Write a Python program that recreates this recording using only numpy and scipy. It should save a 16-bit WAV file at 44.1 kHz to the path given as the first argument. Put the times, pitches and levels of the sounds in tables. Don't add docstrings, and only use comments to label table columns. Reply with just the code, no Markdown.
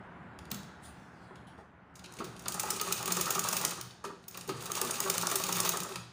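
import sys
import numpy as np
from scipy import signal
from scipy.fft import rfft, irfft
from scipy.io import wavfile
from scipy.ndimage import uniform_filter1d

SR = 44100
rng = np.random.default_rng(int(sys.argv[2]) if len(sys.argv) > 2 else 0)


def inscribe(sig):
    pcm = np.round(np.clip(np.atleast_2d(sig).T, -1, 1) * 32767)
    wavfile.write(sys.argv[1], SR, pcm.astype(np.int16))


N = 269980

# (time [s], level [dB])
RUMBLE_RIDE = [(0.0, -50), (1.2, -54), (1.55, -54), (1.67, -58.5), (2.05, -56), (2.2, -52), (3.9, -57.5),
               (4.2, -61), (4.5, -54.5), (5.9, -56), (6.12, -60)]
# (frequency [Hz], density [dB])
RUMBLE_TONE = [(15, -56), (25, -29), (71, -2.5), (103, -7.5), (144, 0), (357, -11), (391, -11), (427, -14),
               (812, -10), (1320, -13), (1410, -10), (2750, -27.5), (5000, -48), (6500, -64), (11000, -120)]
# (pitch [Hz], level against the rumble ride [dB], level at full run [dB])
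HUM_MODES = [(75, -10, -66), (118.4, -12.5, -57), (177.4, -8.5, -49.5), (380, -15.5, -54.5)]
# (peak time [s], pitch [Hz], level [dB], length [s])
HUM_SWELLS = [(.27, 177, -48, 0.11), (0.408, 75.4, -53, .12), (.54, 178, -45, .06), (.54, 120, -47, .06),
              (.59, 76, -54, .1), (0.888, 75.4, -57, 0.14), (2.01, 183, -51, .08),
              (2.223, 386, -43.5, 0.13), (2.293, 119, -47.5, 0.15), (2.56, 183, -45, 0.074),
              (2.66, 390, -43, 0.056), (2.901, 392, -38, 0.046), (3.0, 119, -45, 0.09),
              (3.08, 383, -45, .07), (3.12, 178.4, -40.5, 0.19), (3.19, 388, -36, 0.033),
              (3.37, 377, -34.5, 0.034), (3.288, 385, -49, 0.071), (3.36, 175, -43.5, 0.12),
              (3.441, 121, -44, 0.075), (3.57, 179, -42, 0.11), (3.68, 176, -40, 0.061),
              (3.84, 123, -47, 0.13), (4.073, 400.4, -41, 0.09), (4.497, 388, -32.5, 0.045),
              (4.563, 118.6, -44.5, 0.12), (4.847, 379, -44, 0.092), (4.89, 122, -50, 0.063),
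              (5.06, 387, -32, 0.047), (5.11, 387, -36, 0.042), (5.1, 174, -43, .08), (5.2, 175, -42, .1),
              (5.381, 385, -42, 0.084), (5.45, 179.7, -40, 0.16), (5.68, 176, -37, 0.14),
              (5.65, 387, -41.5, 0.16), (5.82, 181, -42, 0.064), (5.916, 385, -37.5, 0.031),
              (0.098, 76, -54, .1), (1.579, 76, -55, 0.093), (1.754, 76, -57, .1), (2.003, 76, -58.5, .12),
              (3.202, 76, -54, 0.099), (5.57, 176, -38, 0.2), (5.522, 388, -41, 0.073),
              (4.741, 393, -47, 0.039), (3.599, 387, -50, .08), (5.98, 175, -43, 0.067),
              (6.0, 119, -46, 0.22)]
# (time [s], level [dB])
RUSTLE_RIDE = [(.3, -79), (.79, -75), (.95, -66), (1.07, -69), (1.1, -72), (1.2, -72), (1.24, -68.5),
               (1.66, -97), (1.93, -83.5)]
# (frequency [Hz], density [dB])
RUSTLE_TONE = [(1760, -16), (3000, 9), (3870, 6), (4720, 4), (5230, 0), (5680, 1.5), (10300, -5),
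               (12000, -21), (15500, -9)]
# (time [s], level [dB])
SWEEP_RIDE = [(0.8, -90), (0.838, -56), (0.86, -53), (0.904, -60), (0.96, -78)]
# (frequency [Hz], density [dB])
SWEEP_TONE = [(1760, -36), (3000, -4.5), (5680, -14), (7080, -6.5), (7960, -10), (9260, -2.5), (13100, -30),
              (15500, -12)]
# (onset [s], level [dB])
TUGS = [(1.358, -73), (1.468, -63.5), (1.576, -70.5)]
# (peak time [s], level [dB], feed bar offset [dB], needle bar offset [dB], chatter [ms])
STRAY_CLICKS = [(0.3905, -51.5, 2.5, -18, 1.7), (0.455, -60, 3, -22, 2.3), (.5051, -53, -6, -18, 4.7),
                (.5169, -35.5, -2, 1, 2.9), (0.5463, -41.5, -8, -4, 3.7), (.633, -56, -2, -21, 1.3),
                (1.358, -61.5, 4, -27, 4.5), (1.9571, -51.5, -7, -15, 13.5), (1.9946, -53, -1, -10, 3.9),
                (2.0443, -52.5, 4.5, -20, 11), (2.0608, -52.5, 3.5, -23, 1.9),
                (2.125, -50.5, -18, -21, 1.7), (2.1396, -49.5, -10, -9, 3.9), (2.1697, -52, -1.5, -22, 7.1),
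                (2.1908, -49, 3, -8, 21), (2.246, -47, -2, -6, 12), (2.366, -53, 1, -29, 3.1),
                (2.3957, -47.5, -10, -9, 4.5), (2.4241, -55, -15, -1, 2.0), (2.4594, -51, 10, -16, 8.9),
                (2.7993, -41, 6, -4, 4.1), (3.3258, -38, -8, -1, 3.1), (3.71, -36.5, -4, -3, 5),
                (3.9098, -57.5, 7.5, -32, 6.4), (4.0427, -49, -3, -21, 14), (4.0521, -47.5, .5, -13, 16),
                (4.2414, -67, 10, -32, 2), (4.2835, -45, -12, 7, 4.9), (4.3123, -48.5, -8, -8, 2.1),
                (4.347, -51, 5.5, -9, 5.9), (4.3753, -41, -6, 1, 3.1), (4.4116, -43.5, -3.5, -17, 4),
                (4.478, -46, -13, -1, 3.2), (4.493, -44.5, 4.5, -6, 16), (4.5756, -53, -8, -14, 3.5),
                (4.6255, -44, -22, 0, 1.1), (4.645, -47, -19, -40, 1.2), (4.6582, -40, -13, 0, 4.4),
                (5.8352, -34.5, -17, -9, 3.8), (5.924, -49, 3, -6, 4.4), (5.959, -39.5, 3, -10, 5)]
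# (peak time [s], level [dB], table thud offset [dB], favoured pitch [Hz], chatter [ms])
STRAY_KNOCKS = [(.519, -48.5, -8, 1310, 16), (1.313, -49.5, -2.5, 1000, 7.1), (1.589, -51, -4.5, 820, 12.6),
                (2.047, -55.5, -7, 1640, 4.4), (2.207, -38, -4, 1380, 21), (2.465, -39, -13, 1310, 4.3),
                (2.639, -34, -17, 775, 9), (3.005, -40.5, -14, 909.5, 7.4), (4.047, -36.5, -8, 1150, 17),
                (4.107, -46.5, -0.5, 1150, 8.7), (4.356, -47, -29, 1300, 11), (4.38, -49, -22, 1250, 4.3),
                (4.496, -35.5, -3, 745, 6.1), (4.549, -46.5, 0.5, 1000, 16), (4.705, -38, -10, 1260, 4),
                (4.845, -38, -3.5, 1120, 16), (5.158, -41, -24, 1150, 5.5), (5.961, -41, -11.5, 860, 5.8)]
# (peak time [s], level [dB], chatter [ms])
FOOT_THUMP = (.524, -35.5, 7)
# (pitch [Hz], bandwidth [Hz], level [dB])
SHUTTLE_MODES = [(5230, 360, -2), (5660, 500, -2), (6660, 670, 0), (7720, 800, -2.5), (8670, 1000, -2),
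                 (9687, 580, -2.5), (10700, 1000, -7.5), (14250, 2400, -20.5)]
FEED_BAR_MODES = [(2518, 535, -0.5), (3104, 470, -0.5), (3650, 580, -0.5), (4720, 690, -2.5)]
NEEDLE_BAR_MODES = [(14400, 170, 0), (15200, 1300, -2)]
BED_MODES = [(538.6, 84, -6.5), (656.4, 71, -6), (810, 88, -3), (920.6, 100, -3), (1131.7, 120, -1),
             (1269, 130, 1), (1357.6, 120, -0.5), (1577.5, 180, -8.5), (1869, 200, -11)]
TABLE_MODES = [(145.4, 16, -6), (221.7, 26, -5), (310.4, 50, -8), (348.6, 27, -1), (390, 34.5, 0),
               (459.8, 73, -5.5)]
TABLE_TOP_MODES = [(140, 14, -6.5), (194, 40, 2), (251, 22, -1.5)]
# (time [s], drive [dB])
GEAR_DRIVE = [(1.94, -70), (1.99, -77), (2.13, -63), (2.52, -53), (2.66, -45), (2.98, -44), (3.27, -41),
              (3.5, -43), (3.57, -36.5), (3.65, -44), (3.81, -54.5), (4.08, -84), (4.34, -55), (4.45, -56),
              (4.65, -43), (4.87, -43), (5.16, -41.5), (5.51, -40), (5.68, -39), (5.85, -49), (5.98, -52.5),
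              (6.12, -74)]
# (level at full run [dB], loss as the gear eases [dB per dB])
PART_RATTLES = [(-41, 1.05), (-41, 1.15), (-43, 3), (-39, 1.16), (-52.5, 0.75)]
# (place [turns], level [dB])
TURN_PULSE = [(0, -5), (.2, -1.5), (.4, 1.5), (.65, 2), (.92, 0), (1, 1.5)]
# (shuttle click time [s], level [dB], favoured pitch [Hz], chatter [ms],
# two lighter click levels [dB], three knock levels [dB])
STITCH_RUNS = [
    [(2.4841, -28, 8200, 3.5, -37, -35.5, -42, -40, -40), (2.5983, -28, 8310, 6, -37, -43, -44, -45, -42),
     (2.7068, -26.5, 8580, 4.5, -48, -39, -40, -46, -44),
     (2.8148, -28.5, 7460, 3.4, -52, -39.5, -39, -39.5, -39),
     (2.926, -26.5, 7100, 4.6, -54, -41, -48, -55, -59),
     (3.0292, -35, 6900, 1.9, -32.5, -32, -40.5, -34.5, -38),
     (3.1228, -25, 7260, 4.8, -43, -30, -49, -34.5, -37), (3.2128, -26, 7000, 5.8, -46, -34, -41, -34, -38),
     (3.3071, -26, 6900, 4.7, -45, -32, -38.5, -32.5, -32),
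     (3.3944, -25.5, 6900, 3.6, -53, -32.5, -53, -35.5, -37),
     (3.4887, -26.5, 6800, 2.6, -38, -29.5, -40.5, -36.5, -45),
     (3.5687, -28, 6790, 2.9, -43, -35, -45, -39.5, -35.5),
     (3.6515, -22.5, 6560, 2.1, -44, -42, -41, -47, -42.5), (3.733, -55, 6450, 3, -58, -52, -50, -52, -45),
     (3.8132, -36.5, 6030, 1.5, -58, -60, -45.5, -64, -62)],
    [(4.7192, -29, 6530, 1.5, -34.5, -35.5, -48, -37.5, -39),
     (4.816, -25, 9200, 2, -37.5, -46, -37.5, -47, -38),
     (4.9107, -27.5, 9070, 3.7, -37.5, -39, -53, -45, -43),
     (5.0048, -25, 7000, 2.3, -40, -43, -38.5, -36.5, -46),
     (5.1008, -23.5, 6960, 2.8, -48, -37, -37.5, -41.5, -61),
     (5.1819, -26, 8900, 1.3, -34, -33.5, -39.5, -33, -45),
     (5.2711, -24.5, 5780, 2.1, -37, -31, -35, -34.5, -41),
     (5.3584, -25, 8800, 5.7, -39, -43, -39, -38.5, -46),
     (5.4399, -28.5, 6600, 4.2, -35, -35, -41, -34, -50),
     (5.5278, -27, 6680, 3.4, -45, -33, -50, -38, -37.5),
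     (5.6037, -23.5, 6560, 3.1, -38, -34.5, -42, -34, -40),
     (5.6932, -24, 6820, 3.7, -42, -49, -38.5, -35.5, -41),
     (5.7726, -30.5, 9100, 2.9, -35, -46, -43, -44, -42), (5.862, -52, 6500, 3.3, -52, -54, -46, -47, -49)],
]
# (first run [s], second run [s])
RUN_MARKS = [3.3, 5.959]
# (place [turns], feed bar offset [dB], needle bar offset [dB], favoured pitch [Hz], chatter [ms])
LIGHT_CLICKS = [(.34, -5.5, -2.5, 6950, 4), (.53, -11, -6, 6480, 5.5)]
# (place [turns], table thud offset [dB], favoured pitch [Hz], chatter [ms])
STITCH_KNOCKS = [(.055, -8.5, 1190, 7), (.6, -9.5, 1101, 8), (.87, -14.5, 1270, 6.5)]
# (frequency [Hz], time to fall 60 dB [s])
ROOM_DECAY = [(150, 0.67), (500, 0.39), (1400, 0.36), (3700, 0.79), (9700, 0.39), (15000, 0.29)]

FULL_RUN_DB, TUG_FADE_DB_PER_S, STRAY_CLICK_HZ = -40, 145, 6450
STITCH_FEED_DB, STITCH_NEEDLE_DB = -11.5, -4
PLACE_SPREAD, COLOUR_SPREAD_DB, PITCH_SPREAD = .015, 2.5, .08
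SHELF_HZ, SHELF_DB, TOP_HZ = 15520, -31, 16785


def gain_of(db):
    return 10 ** (np.asarray(db) / 20)


def unit_rms(x):
    return x / np.sqrt(np.mean(x ** 2) + 1e-20)


def at_pitch(points, hz):
    f, value = np.transpose(points)
    return np.interp(np.log(hz + 1), np.log(f + 1), value)


def ride(points, before_db=None, after_db=None):
    return gain_of(np.interp(np.arange(N) / SR, *np.transpose(points), before_db, after_db))


def add(mix, s, sound):
    part = mix[round(s * SR):][:len(sound)]
    part += sound[:len(part)]


def hiss(tone, patchy_db, patch_size):
    frames, hz = N // 256 + 5, np.fft.rfftfreq(1024, 1 / SR)
    real, imag, patches = rng.standard_normal((frames, 513, 3)).T
    patches = uniform_filter1d(patches, patch_size[0], axis=0)
    patches = unit_rms(uniform_filter1d(patches, patch_size[1], axis=1))
    spectra = (real + 1j * imag) * gain_of(at_pitch(tone, hz)[:, None] + patchy_db * patches)
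    return unit_rms(signal.istft(spectra, nperseg=1024, noverlap=768)[1][:N])


def tap_ring(modes):
    t = np.arange(4096) / SR
    rung = sum((-1) ** k * gain_of(db) * width * np.exp(-np.pi * width * t) * np.sin(2 * np.pi * hz * t)
               for k, (hz, width, db) in enumerate(modes))
    return rung / np.linalg.norm(rung)


def ring(force, modes):
    return signal.oaconvolve(force, tap_ring(modes))[:N]


def blows(times, levels_db, chatter_ms, modes, rise_ms, fall, spots_hz=None, focus_db=0):
    out, hz, ms = np.zeros(N), np.fft.rfftfreq(8192, 1 / SR) + 1, np.arange(2048) / SR * 1000
    attack = np.sin(np.pi / 2 * np.minimum(ms / rise_ms, 1)) ** 2
    decay = np.exp(-(np.maximum(ms - rise_ms, 0) / np.clip(chatter_ms, .3, 14)[:, None]) ** fall)
    contacts = rng.standard_normal(decay.shape) * attack * decay
    spectra = rfft(contacts, 8192) * rfft(tap_ring(modes), 8192)
    if focus_db:
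        spectra *= gain_of(focus_db * np.exp(-(np.log2(hz / spots_hz[:, None]) / 0.22) ** 2))
    rung = irfft(spectra)[:, :6000]
    powers = uniform_filter1d(rung ** 2, size=round(rise_ms * SR / 1000), axis=1)
    for s, db, sound, power in zip(times, levels_db, rung, powers):
        add(out, s - power.argmax() / SR, gain_of(db) * sound / np.sqrt(power.max()))
    return out


def far_rumble():
    return gain_of(0.5) * ride(RUMBLE_RIDE) * hiss(RUMBLE_TONE, patchy_db=0.5, patch_size=(8, 16))


def low_hum():
    out, drive = np.zeros(N), gain_of(gear_db())
    for hz, rest_db, run_db in HUM_MODES:
        drift = uniform_filter1d(rng.standard_normal((2, N)), size=2000)
        waver, throb = unit_rms(uniform_filter1d(drift, size=2000))
        level = np.hypot(gain_of(rest_db) * ride(RUMBLE_RIDE), gain_of(run_db) * np.sqrt(drive))
        phase = 2 * np.pi * np.cumsum(hz * (1 + 0.0199 * waver)) / SR
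        out += level * gain_of(3.64 * throb) * np.sin(phase)
    for (s, hz, db, length), chance in zip(HUM_SWELLS, rng.random((len(HUM_SWELLS), 3))):
        t = np.arange(-.6 * length, 1.5 * length, 1 / SR)
        swell = np.exp(-(t / (length * np.where(t < 0, .25, .55))) ** 2)
        wobble = 0.35 * np.sin(2 * np.pi * (0.069 * hz * (1 + chance[1]) * t + chance[2]))
        add(out, s + t[0], gain_of(db) * swell * np.sin(2 * np.pi * (hz * t + chance[0]) + wobble))
    return gain_of(-4.5) * np.sqrt(2) * out


def cloth():
    t = np.arange(N) / SR
    tugs = sum(gain_of(db - TUG_FADE_DB_PER_S * abs(t - s)) * np.clip((t - s) / 0.0031, 0, 1)
               for s, db in TUGS)
    handling = ride(RUSTLE_RIDE, after_db=-120) + tugs
    rustle = handling * hiss(RUSTLE_TONE, patchy_db=3.5, patch_size=(8, 20))
    sweep = ride(SWEEP_RIDE, -120, -120) * hiss(SWEEP_TONE, patchy_db=3, patch_size=(8, 12))
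    return rustle + sweep


def steel_parts(clicks):
    s, db, feed_db, needle_db, spot_hz, ms = clicks.T
    loose = gain_of(-4.5) * turn_pulse() * rattle(per_s=200, spread_db=2.5, tap_ms=8.5, scrape=0.27)
    shuttle, feed, needle = (level * loose for level in rattle_gains()[:3])
    return (ring(shuttle, SHUTTLE_MODES)
            + blows(s, db, ms, SHUTTLE_MODES, rise_ms=2.6, fall=0.95, spots_hz=spot_hz, focus_db=2.5)
            + ring(feed, FEED_BAR_MODES)
            + blows(s, db + feed_db, ms, FEED_BAR_MODES, rise_ms=2.8, fall=0.71)
            + ring(needle, NEEDLE_BAR_MODES)
            + blows(s, db + needle_db, ms, NEEDLE_BAR_MODES, rise_ms=3.2, fall=1.1))


def bed_and_table(knocks):
    s, db, thud_db, spot_hz, ms = knocks.T
    bed_gain, table_gain = rattle_gains()[3:]
    bed_shake = bed_gain * turn_pulse() * rattle(per_s=55, spread_db=3.5, tap_ms=4.3, scrape=1)
    bed = ring(gain_of(-8.5) * bed_shake, BED_MODES)
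    bed += blows(s, db, ms, BED_MODES, rise_ms=7, fall=1.7, spots_hz=spot_hz, focus_db=4.5)
    table_shake = table_gain * rattle(per_s=30, spread_db=6, tap_ms=7.2, scrape=0.99)
    table = ring(gain_of(-4) * table_shake, TABLE_MODES)
    table += blows(s, db + thud_db, ms, TABLE_MODES, rise_ms=8, fall=1.4)
    soft = signal.butter(2, 2600, fs=SR, output="sos")
    return signal.sosfilt(soft, bed + table + presser_foot())


def presser_foot():
    return blows(*np.transpose([FOOT_THUMP]), TABLE_TOP_MODES, rise_ms=2.7, fall=0.71)


def gear_db():
    return np.interp(np.arange(N) / SR, *np.transpose(GEAR_DRIVE), left=-120) - FULL_RUN_DB


def rattle(per_s, spread_db, tap_ms, scrape):
    sizes = gain_of(spread_db * np.minimum(rng.exponential(1, N), 4))
    hits = rng.random(N) < per_s / SR
    tap = np.exp(-np.arange(1500) / SR * 1000 / tap_ms)
    taps = unit_rms(signal.oaconvolve(sizes * hits, tap)[:N])
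    return unit_rms(taps + scrape) * rng.standard_normal(N)


def rattle_gains():
    return [gain_of(full_db + loss * gear_db()) for full_db, loss in PART_RATTLES]


def turn_pulse():
    t, db = np.arange(N) / SR, np.zeros(N)
    for run, end in zip(STITCH_RUNS, RUN_MARKS):
        marks = np.append(np.transpose(run)[0], end)
        place = np.interp(t, marks, np.arange(len(marks))) % 1
        db += np.interp(place, *np.transpose(TURN_PULSE)) * (t > marks[0]) * (t < end)
    return gain_of(db)


def cue_lists():
    stitches = np.vstack(STITCH_RUNS)
    s, db, hz, chatter_ms, *levels_db = stitches.T
    turn_s = np.concatenate([np.diff(np.transpose(run)[0], append=end)
                             for run, end in zip(STITCH_RUNS, RUN_MARKS)])
    chance = rng.standard_normal((len(s), 5, 3)).transpose(1, 2, 0)
    feed_vary, needle_vary = COLOUR_SPREAD_DB * rng.standard_normal((len(s), 2)).T

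    def each_turn(pattern, levels, draws):
        for (place, colour_db, *fixed_db, spot_hz, ms), level, draw in zip(pattern, levels, draws):
            times = s + turn_s * (place + PLACE_SPREAD * draw[0])
            colour = colour_db + COLOUR_SPREAD_DB * draw[1]
            pitch = spot_hz * (1 + PITCH_SPREAD * draw[2])
            yield np.column_stack(np.broadcast_arrays(times, level, colour, *fixed_db, pitch, ms))

    clicks = [np.insert(STRAY_CLICKS, 4, STRAY_CLICK_HZ, axis=1),
              np.c_[s, db, STITCH_FEED_DB + feed_vary, STITCH_NEEDLE_DB + needle_vary, hz, chatter_ms],
              *each_turn(LIGHT_CLICKS, levels_db[:2], chance[:2])]
    knocks = [STRAY_KNOCKS, *each_turn(STITCH_KNOCKS, levels_db[2:], chance[2:])]
    return np.vstack(clicks), np.vstack(knocks)


def room(x, count=3):
    taps = np.zeros((count, SR))
    at = np.arange(300, SR - 20, 20) + rng.integers(0, 20, (count, (SR - 301) // 20))
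    np.put_along_axis(taps, at, rng.choice([-1., 1.], at.shape), axis=1)
    hz, t, spectra = signal.stft(taps, SR, nperseg=256)
    decay = gain_of(-60 * t / at_pitch(ROOM_DECAY, hz)[:, None])
    tails = signal.istft(spectra * decay, SR, nperseg=256)[1]
    crossfade = np.pi * (7.3 * np.arange(N) / SR + np.arange(count)[:, None] / count)
    sends = np.sqrt(2 / count) * np.cos(crossfade) * x
    return signal.fftconvolve(sends, tails / np.linalg.norm(tails[0]), axes=1)[:, :N].sum(0)


def scene():
    clicks, knocks = cue_lists()
    bright, body = steel_parts(clicks), bed_and_table(knocks)
    echo = room(gain_of(-6.5) * bright + gain_of(-1) * body)
    return (bright + body + echo + far_rumble() + low_hum() + cloth())[None]


def record(dry):
    dry = signal.sosfilt(signal.butter(2, 55, "high", fs=SR, output="sos"), dry)
    shelf_split = signal.firwin(511, SHELF_HZ, window=("kaiser", 7), fs=SR)
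    high_cut = signal.firwin(511, TOP_HZ, window=("kaiser", 9), fs=SR)
    below = signal.oaconvolve(dry, shelf_split[None], "same")
    shelved = below + gain_of(SHELF_DB) * (dry - below)
    return signal.oaconvolve(shelved, high_cut[None], "same")


dry = scene()
out = record(dry)
inscribe(out)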